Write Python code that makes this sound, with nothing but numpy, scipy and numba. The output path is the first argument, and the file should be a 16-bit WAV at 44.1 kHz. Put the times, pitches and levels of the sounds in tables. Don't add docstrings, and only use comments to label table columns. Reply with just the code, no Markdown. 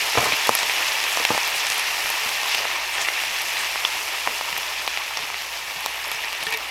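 import sys
import numpy as np
from scipy import signal
from scipy.fft import rfft, irfft
from scipy.io import wavfile
from scipy.ndimage import uniform_filter1d
from numba import njit

SR = 44100
rng = np.random.default_rng(int(sys.argv[2]) if len(sys.argv) > 2 else 0)


def to_wav(s):
    ch = np.atleast_2d(s).T
    pcm = np.round(np.clip(ch, -1, 1) * 32767)
    wavfile.write(sys.argv[1], SR, pcm.astype(np.int16))


N = 295470

# [start_s, sizzle_db, fine_spit_share_db, large_bubble_share_db, wet_hiss_share_db]
FRYING = [(0, -24, 3, 1.5, 3.5), (.35, -23.5, 1, 2, 3), (1.2, -24, 2, 2, 0), (1.8, -24, -1, -0.5, 2),
          (2.0, -25.5, 4, 3.5, 1.5), (2.42, -25.5, 1.5, 1.5, 1.5), (2.55, -23, -1, -0.5, 2),
          (2.7, -26, -2, 4.5, 0), (2.92, -27, -2, 0, -0.5), (2.98, -24, -4, 2.5, 0),
          (3.04, -25.5, -0.5, 1, -1), (3.1, -25, 0, 4.5, -4), (3.2, -25.5, 1, -2.5, -1),
          (3.6, -26, 2, 1.5, 1), (4.2, -28.5, 4, 3, 1.5), (5.2, -29.5, -1, 2, 1.5), (5.5, -32, 2.5, 3.5, 4),
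          (5.95, -28.5, -0.5, 1, -4), (6.4, -28.5, -3.5, 1, -3), (6.7, -31, -0.5, 4.5, -2)]
# [start_s, share_db]
MIST_SHARE = [(0, -9), (1.7, -5), (2.9, 2), (3.1, -5), (4.25, -12), (4.45, -4), (5.5, 1), (6.7, 4)]
# [freq_hz, gain_db]
SKILLET_COLOUR = [(88, -52), (150, -31), (275, -21.5), (600, -9.5), (950, -3.5), (1500, -7), (1850, -2.5),
                  (2700, 0), (3300, -5), (4300, -7), (5600, -7.5), (6500, -11), (9500, -18), (11300, -14),
                  (13200, -18), (15200, -22), (16000, -31)]
# [freq_hz, middle_db, t60_s, edge_db]
SKILLET_MODES = [(177, -15, 0.028, -31), (444, -16, 0.24, -17.5), (943, -17, 0.13, -10),
                 (1825, 1.5, 0.055, -13), (1865, -20, 0.1, -5), (2300, -3, 0.072, -2), (2500, -20, .07, -6),
                 (2630, -8, 0.09, -9), (3320, 2, 0.04, -20), (3650, -28, 0.044, -4), (3940, -7, 0.05, -19),
                 (4500, -26, .05, -9), (5050, -2, 0.028, -18)]
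# [freq_hz, level_db]
MAINS_PARTIALS = [(59.2, -60), (118.4, -66.5)]
# [centre_s, length_s, pitch_hz, rms_over_length_db]
JETS = [(0.015, 0.034, 2800, -31), (0.177, 0.018, 2750, -25), (0.329, 0.019, 2880, -21.5),
        (0.486, 0.018, 6820, -35), (0.621, 0.023, 1700, -32), (1.494, 0.029, 13300, -40),
        (1.721, 0.058, 9400, -35), (2.056, 0.039, 2400, -34), (2.587, 0.044, 4580, -29.5),
        (2.611, .05, 2680, -43), (2.977, 0.017, 2620, -35), (3.021, 0.032, 7040, -31),
        (3.291, 0.038, 2880, -36), (4.578, 0.037, 3300, -36), (4.791, 0.024, 3980, -31),
        (5.235, .015, 3020, -30), (5.867, 0.051, 3970, -41), (6.135, 0.037, 5570, -37),
        (6.425, 0.041, 3830, -31.5), (6.455, 0.052, 9600, -40.5)]
# [start_s, strength_db, pitch_hz, cycles_to_minus_30_db, pocket_db]
LOUD_BURSTS = [(0.0196, -7, 3750, 5, -31), (0.1337, 5, 3800, 1, -30), (0.155, -5, 4070, 1, -3),
               (0.1756, -8, 4070, 5, 3), (0.184, 3, 6620, 6, 4), (0.257, 8, 10030, 2, -1),
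               (0.207, -0.5, 7000, 12, -30), (0.3215, -11, 2300, 24, -20), (0.328, -14, 2700, 8, -32),
               (0.356, -16, 2270, 24, -30), (0.367, 8, 13000, 4, -33), (0.472, 20.5, 13230, 1.5, -25),
               (0.4926, 20, 10100, 2.5, 14.5), (0.552, 20, 11600, 5, -22), (0.59, 10, 5800, 1, -28),
               (0.631, 9.5, 6620, 2, -6), (0.697, -1, 2380, 4, -5), (1.03, 13, 7600, 0.5, -30),
               (1.04, 9, 9360, 2.5, -11), (1.173, 13, 6620, 1, 5.5), (0.9204, 2, 5000, 3, -9),
               (1.1973, 2, 5500, 3, -8), (1.2064, -14, 1880, 18, -20), (1.4322, -3, 5500, 9, -26),
               (1.5475, 2, 5000, 1.5, -30), (1.2512, 21, 5100, 1.4, 0.5), (1.3057, 1, 8730, 5, 1),
               (1.33, 2, 13000, 2, -30), (1.348, 3.5, 7600, 3, 3.5), (1.378, 12, 7560, 1.5, 6),
               (1.477, 11, 14180, 9, -9), (1.6685, 10, 8000, 3, -32), (1.7015, 12.5, 9360, 4.5, -35),
               (1.7211, 12, 5500, 1, -35), (1.7304, 8, 8500, 0, -30), (1.743, 7, 11500, 3, -32),
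               (1.781, 6, 10750, 7, -3), (1.795, 7, 10750, 6, -30), (2.059, 1, 3090, 1.5, -30),
               (2.0683, 5, 12000, 4, -30), (2.1021, 13, 12350, 5, -4), (2.2917, 7, 8700, 4, -30),
               (2.4329, 9, 5760, 1, -6), (2.547, 5.5, 3500, 1.5, -30), (2.5495, 18, 9000, 0.5, -13),
               (2.5816, -5, 2600, 4, -20), (2.653, -4, 8500, 8, 1), (2.9747, 0, 11500, 3, -30),
               (3.0494, -9, 2340, 8, -30), (3.0863, 1.5, 2130, 3, -11), (3.2368, -8, 2550, 5, -7),
               (3.251, 2, 11000, 4, -30), (3.4184, 5, 12350, 12, -25), (3.758, -2, 1600, 1.5, -2.5),
               (3.778, -11, 2400, 5, -27), (3.8497, -3, 2310, 3.5, -2), (3.8505, 2, 3380, 13, -0.5),
               (3.85, -11, 5600, 11, -30), (4.2744, -2, 1870, 1.5, 7), (4.411, -5, 4000, 3, 2),
               (4.185, -9, 2600, 2, -30), (4.4125, 1, 12000, 3, -30), (4.4384, 2, 13000, 4, -30),
               (4.4958, -3, 4500, 2, -20), (4.511, 1, 13500, 4, -30), (4.5272, 2, 2880, 1, -23),
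               (4.5655, -2, 2180, 2.5, -35), (4.577, 10, 14180, 6, -18), (4.5798, 12, 13230, 5, -7),
               (4.632, -6, 3500, 2.5, -27), (4.664, -9, 2000, 1, -23), (4.823, 2, 14000, 4, -30),
               (4.85, 0, 14000, 4, -30), (4.8769, 7, 13500, 5, -32), (4.865, -3, 5300, 4, -30),
               (4.8773, 4.5, 3460, 2, -0.5), (4.974, 7.5, 2950, 1, -12), (5.079, -12, 2600, 5, -23),
               (5.1726, 2, 5700, 7, -4), (5.1914, -6, 5370, 5, -9), (5.137, -8, 2700, 2, -30),
               (5.302, -8, 1800, 1, -9), (5.343, -5, 2000, 2, -18), (5.4626, -5, 8000, 3, -27),
               (5.5743, -4, 5000, 3.5, -30), (5.8068, 2, 12000, 5, -30), (5.8612, 22.5, 14300, 1.5, 2),
               (6.056, 0, 8000, 2, -39), (6.08, 2, 12400, 6, -39), (6.116, 10, 11520, 3.5, -5.5),
               (6.2467, -2, 4650, 3, -26), (6.274, -12, 2400, 7, -28), (6.283, -10, 2700, 5, -30),
               (6.2802, 2, 12000, 1, -30), (6.4, -6, 5000, -0.5, -30), (6.428, 10, 6620, -2.3, -20),
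               (6.436, 4, 10800, 6, -30), (6.506, 1, 11700, 7, -30), (6.5247, 5, 11500, 4, -30),
               (6.5736, 6, 13230, 6, -30)]
# [start_s, drive_db, rattle_s, contact_s, place_0_middle_1_edge]
HOUSING_KNOCKS = [(.153, -20, 0.0092, 0.0004, .5), (.1738, -12.5, 0.018, 0.00054, .1),
                  (.176, -3, 0.037, 0.0043, .1), (.180, -16, 0.011, 0.00027, .1),
                  (.19, -16, 0.081, 0.00058, .3), (.203, -11, 0.011, 0.003, 0.27),
                  (.207, -23.5, 0.016, .0004, .5), (.217, -24, 0.03, 0.00027, .5),
                  (.228, -20, 0.045, 0.00038, .3), (.2565, -19.5, 0.014, 0.0006, .2),
                  (.261, -14, 0.042, 0.0008, .2), (.29, -23, .012, 0.00098, 0.38),
                  (.266, -30, .006, .0003, .2), (.321, -25.5, 0.02, 0.00018, 0.11),
                  (.493, -15, 0.0055, 0.00051, 0.67), (1.2, -25, 0.046, 0.00055, 0.46),
                  (1.305, -12, 0.0076, 0.0012, .9), (1.311, -16.5, 0.024, 0.00071, .9),
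                  (1.325, -21, .012, .0012, .9), (1.334, -21, 0.015, 0.0012, 0.79),
                  (1.348, -24, .02, 0.00025, 0.83), (1.358, -27, 0.0052, .001, .9),
                  (2.26, -26.5, 0.024, 0.00072, 0.61), (4.272, -25, 0.094, 0.00037, 0.41)]
# [freq_hz, middle_db, t60_s, edge_db]
HOUSING_MODES = [(123, -13.5, 0.1, -30), (240, -30, 0.074, -10.5), (327, -18, 0.046, -11.5),
                 (473, 0, 0.026, -1), (586, -9, 0.033, -3), (680, 4.5, 0.02, -12), (870, -23, 0.04, 0),
                 (1020, 3, 0.035, -10), (1220, -5, 0.015, 7), (2300, 1, 0.035, -8)]
# [start_s, drive_db, scrape_s, contact_s, place_0_middle_1_edge]
SPOON_TAPS = [(4.526, -18.5, 0.0062, 0.0011, .1), (5.2, -16, 0.03, 0.0033, .1),
              (5.765, -19, 0.026, 0.0028, .1), (6.116, -21, 0.008, 0.0002, .5),
              (6.145, -25, .005, .0002, .6), (6.242, -29, .008, .00015, .8),
              (6.468, -14, 0.019, 0.00076, .1), (6.5245, -19, 0.017, 0.00015, .9),
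              (6.529, -20, 0.011, 0.00013, 1), (6.539, -18, 0.012, 0.00013, .9),
              (6.546, -22.5, .015, 0.00017, 0.99), (6.574, -26, 0.0073, .00015, 0.8)]

LOUDEST_SPREADS = 4.5
RUMBLE_DB = -61
LESSER_LO_HZ, LESSER_OCTAVES = 1910, 2.55
LESSER_BURST_DB, LESSER_BURST_DB_PER_OCTAVE, LESSER_BURST_CYCLES = 11.5, 3.5, 4.
LESSER_JET_DB, LESSER_JET_DB_PER_OCTAVE, LESSER_JET_S = -13.5, 2.5, .03
POCKET_HZ, POCKET_CYCLES = 960, 1.4
TEAR_S, TEAR_DB, TEAR_FADE_DB, TEAR_PITCH_SPREAD = .003, -9, 9, .2
FIRST_BLOW = .7
LIMIT_DB, LIMIT_RATIO, LIMIT_ATTACK_S, LIMIT_RELEASE_S = -10, 3.4, 0.0012, 0.046
TOP_HZ = 16000


def undb(db):
    return 10 ** (np.asarray(db) / 20)


def level(x, rms_db):
    return x * undb(rms_db) / np.sqrt(np.mean(x ** 2))


def walk(rate_hz):
    hold = int(SR / rate_hz)
    steps = np.repeat(rng.standard_normal(N // hold + 1), hold)
    return 0.77 * uniform_filter1d(uniform_filter1d(steps, hold), hold)[:N]


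def flicker(rate_hz):
    x = walk(rate_hz)
    return x - uniform_filter1d(x, SR // 6)


@njit
def bubbles(start, size, hz, cycles, glide, length):
    y = np.zeros(length)
    for k in range(len(start)):
        span = cycles[k] * SR / hz[k]
        step = np.exp(2j * np.pi * hz[k] / SR - np.log(1000) / (2 * span))
        turn = np.exp(2j * np.pi * hz[k] / SR * glide / span)
        z = size[k] + 0j
        for i in range(start[k], min(start[k] + int(1.6 * span) + 1, length)):
            z *= step
            step *= turn
            y[i] += z.imag
    return y


def swarm(count, lo_hz, hi_hz, spread_db, cycles, gust_db, gust_rate_hz):
    when, pitch, strength, sign = rng.random((count, 4)).T
    hz = lo_hz * (hi_hz / lo_hz) ** pitch
    strength_db = np.minimum(-spread_db * np.log(1 - strength), LOUDEST_SPREADS * spread_db)
    size = hz * undb(strength_db) * np.sign(sign - .5)
    x = bubbles((when * N).astype(np.int64), size, hz, np.full(count, 1. 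* cycles), 0.074, N)
    return level(x * undb(gust_db * flicker(gust_rate_hz)), 0)


def colour(x, points):
    hz, db = np.transpose(points)
    grid_hz = np.arange(1025) * SR / 2048
    log_gain = np.interp(np.log(grid_hz + 1), np.log(hz), db) * np.log(10) / 20
    ceps = irfft(log_gain)
    ceps[1:1024] *= 2
    ceps[1025:] = 0
    return signal.fftconvolve(x, irfft(np.exp(rfft(ceps))))[:N]


def ring(x, modes, edge=False):
    out = 0
    for hz, middle_db, t60_s, edge_db in modes:
        r = 10 ** (-3 / (t60_s * SR))
        poles = [1, -2 * r * np.cos(2 * np.pi * hz / SR), r * r]
        out = out + undb(edge_db if edge else middle_db) * signal.lfilter([1, -1], poles, x)
    return out


def sizzle():
    t = np.arange(N) / SR
    s, *columns = np.transpose(FRYING)
    fry_db, spit_db, large_db, wet_db = (np.interp(t, s, c) for c in columns)
    large = swarm(12000, 209, 1395, spread_db=1.0, cycles=5.9, gust_db=3.5, gust_rate_hz=22)
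    middle = swarm(40000, 1674, 3590, spread_db=2.0, cycles=5.8, gust_db=2.2, gust_rate_hz=23)
    wet = swarm(60000, 4040, 6940, spread_db=2.0, cycles=4.0, gust_db=1.9, gust_rate_hz=25)
    spit = swarm(90000, 7530, 17000, spread_db=3.0, cycles=2.84, gust_db=2.1, gust_rate_hz=16)
    mist = swarm(30000, 12500, 16600, spread_db=3.5, cycles=5.1, gust_db=9, gust_rate_hz=16)
    spit = spit + undb(np.interp(t, *np.transpose(MIST_SHARE)) - 6.0) * mist
    ringing = swarm(9000, 698.0, 13020, spread_db=3.0, cycles=70, gust_db=6.0, gust_rate_hz=14.0)
    crackle = swarm(2000, 3500, 14000, spread_db=4.0, cycles=0.75, gust_db=5, gust_rate_hz=25)
    ticks = swarm(1500, 1520, 5490, spread_db=2.0, cycles=12.0, gust_db=19, gust_rate_hz=10)
    snaps = swarm(700, 1180, 5960, spread_db=4, cycles=.8, gust_db=3.5, gust_rate_hz=24)
    mix = undb(-14) * snaps + undb(-12.5) * ticks + undb(-6) * ringing + undb(-9.5) * crackle
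    mix = mix + undb(large_db - 8.5) * large + undb(-5.5) * middle + undb(wet_db - 6.0) * wet
    mix = mix + undb(spit_db + 1.7 * flicker(12)) * spit
    mix = mix * undb(0.5 * flicker(18))
    direct = level(colour(mix, SKILLET_COLOUR), 0.3)
    skillet = level(ring(mix, SKILLET_MODES), -18.5) + level(ring(large, SKILLET_MODES), -33.0)
    return undb(fry_db) * (direct + skillet)


def hum():
    t = np.arange(N) / SR
    tones = 0
    for hz, db in MAINS_PARTIALS:
        tones = tones + np.sqrt(2) * undb(db + 2.3 * walk(12)) * np.sin(2 * np.pi * hz * t)
    band = signal.butter(1, [15, 150], "bandpass", fs=SR, output="sos")
    rumble = signal.sosfilt(band, rng.standard_normal(N))
    return tones + level(rumble, RUMBLE_DB)


def lesser(count, db, db_per_octave):
    when, pitch = rng.random((count, 2)).T
    s, octaves = when * (N - 1) / SR, pitch * LESSER_OCTAVES
    fry_db = np.interp(s, *np.transpose(FRYING)[:2])
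    return s, fry_db + db + db_per_octave * octaves, LESSER_LO_HZ * 2 ** octaves


def steam_jets():
    room, crowd = 8000, 120
    out = np.zeros(N + room)
    small = lesser(20, LESSER_JET_DB, LESSER_JET_DB_PER_OCTAVE)
    small_jets = [(s, LESSER_JET_S, hz, db) for s, db, hz in zip(*small)]
    for s, length_s, hz, db in [*JETS, *small_jets]:
        when, pitch = rng.standard_normal((crowd, 2)).T
        start = np.clip(room / 2 + when * length_s * .4 * SR, 0, room - 1).astype(np.int64)
        size = undb(5.1 * rng.standard_normal(crowd)) * (-1.) ** np.arange(crowd)
        pitch_hz = np.minimum(hz * np.exp(.14 * pitch), 15500)
        jet = bubbles(start, size, pitch_hz, np.full(crowd, 7.), 0.032, room)
        i = int(s * SR)
        out[i:i + room] += jet * undb(db) * np.sqrt(length_s * SR / np.sum(jet ** 2))
    return out[room // 2:room // 2 + N]


def pops():
    s, db, hz, cycles, pocket_db = np.transpose(LOUD_BURSTS)
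    one = np.ones(len(s))
    start = (s * SR).astype(np.int64)
    thumps = bubbles(start, -undb(pocket_db), POCKET_HZ * one, POCKET_CYCLES * one, 0., N)
    small = lesser(24, LESSER_BURST_DB, LESSER_BURST_DB_PER_OCTAVE)
    s, db, hz = np.hstack([[s, db, hz], small])
    cycles = np.append(cycles, np.full(len(small[0]), LESSER_BURST_CYCLES))
    cycles = np.clip(cycles, .7, 30)
    start = (s * SR).astype(np.int64)
    x = thumps + bubbles(start, undb(db) * -1, hz, cycles, 0., N)
    for late, pitch, sign in rng.random((len(s), 4, 3)).transpose(1, 2, 0):
        after = start + (late * TEAR_S * SR).astype(np.int64) + 4
        size = undb(db + TEAR_DB - TEAR_FADE_DB * late) * np.sign(sign - .5)
        tear_hz = hz * (1 + TEAR_PITCH_SPREAD * (pitch - .5))
        x = x + bubbles(after, size, tear_hz, cycles, 0., N)
    return colour(x, SKILLET_COLOUR)


def strikes(rows, modes, grit_db):
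    room = 4000
    force, t = np.zeros((2, N + room)), np.arange(room) / SR
    for s, db, rattle_s, contact_s, place in rows:
        push = rng.standard_normal(room) * np.exp(-3 * t / rattle_s)
        push[0] = FIRST_BLOW * np.sqrt(np.sum(push ** 2))
        push = push / np.sqrt(np.sum(push ** 2))
        soft = np.exp(-t[:400] / max(contact_s / 3, 1e-5))
        blow = undb(db) * np.convolve(push, soft / soft.sum())[:room]
        i, place = int(s * SR), np.clip(place, 0, 1)
        force[:, i:i + room] += np.outer([1 - place, place], blow)
    middle, edge = force[:, :N]
    grit = undb(grit_db) * colour(middle + edge, SKILLET_COLOUR)
    return ring(middle, modes) + ring(edge, modes, edge=True) + grit


def housing_knocks():
    return strikes(HOUSING_KNOCKS, HOUSING_MODES, grit_db=16)


def spoon_taps():
    return strikes(SPOON_TAPS, SKILLET_MODES, grit_db=23)


@njit
def follow(x, attack, release):
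    e, y = 0., np.empty(len(x))
    for i in range(len(x)):
        e += (abs(x[i]) - e) * (attack if abs(x[i]) > e else release)
        y[i] = e
    return y


def scene():
    mono = sizzle() + hum() + steam_jets() + pops() + housing_knocks() + spoon_taps()
    return np.array([mono, mono])


def record(dry):
    envelope = follow(dry[0], 1 / (LIMIT_ATTACK_S * SR), 1 / (LIMIT_RELEASE_S * SR))
    gain = np.maximum(envelope / undb(LIMIT_DB), 1) ** (1 / LIMIT_RATIO - 1)
    low_pass = signal.ellip(12, .2, 90, TOP_HZ, fs=SR, output="sos")
    return signal.sosfilt(low_pass, np.clip(dry * gain, -1, 1))


dry = scene()
out = record(dry)
to_wav(out)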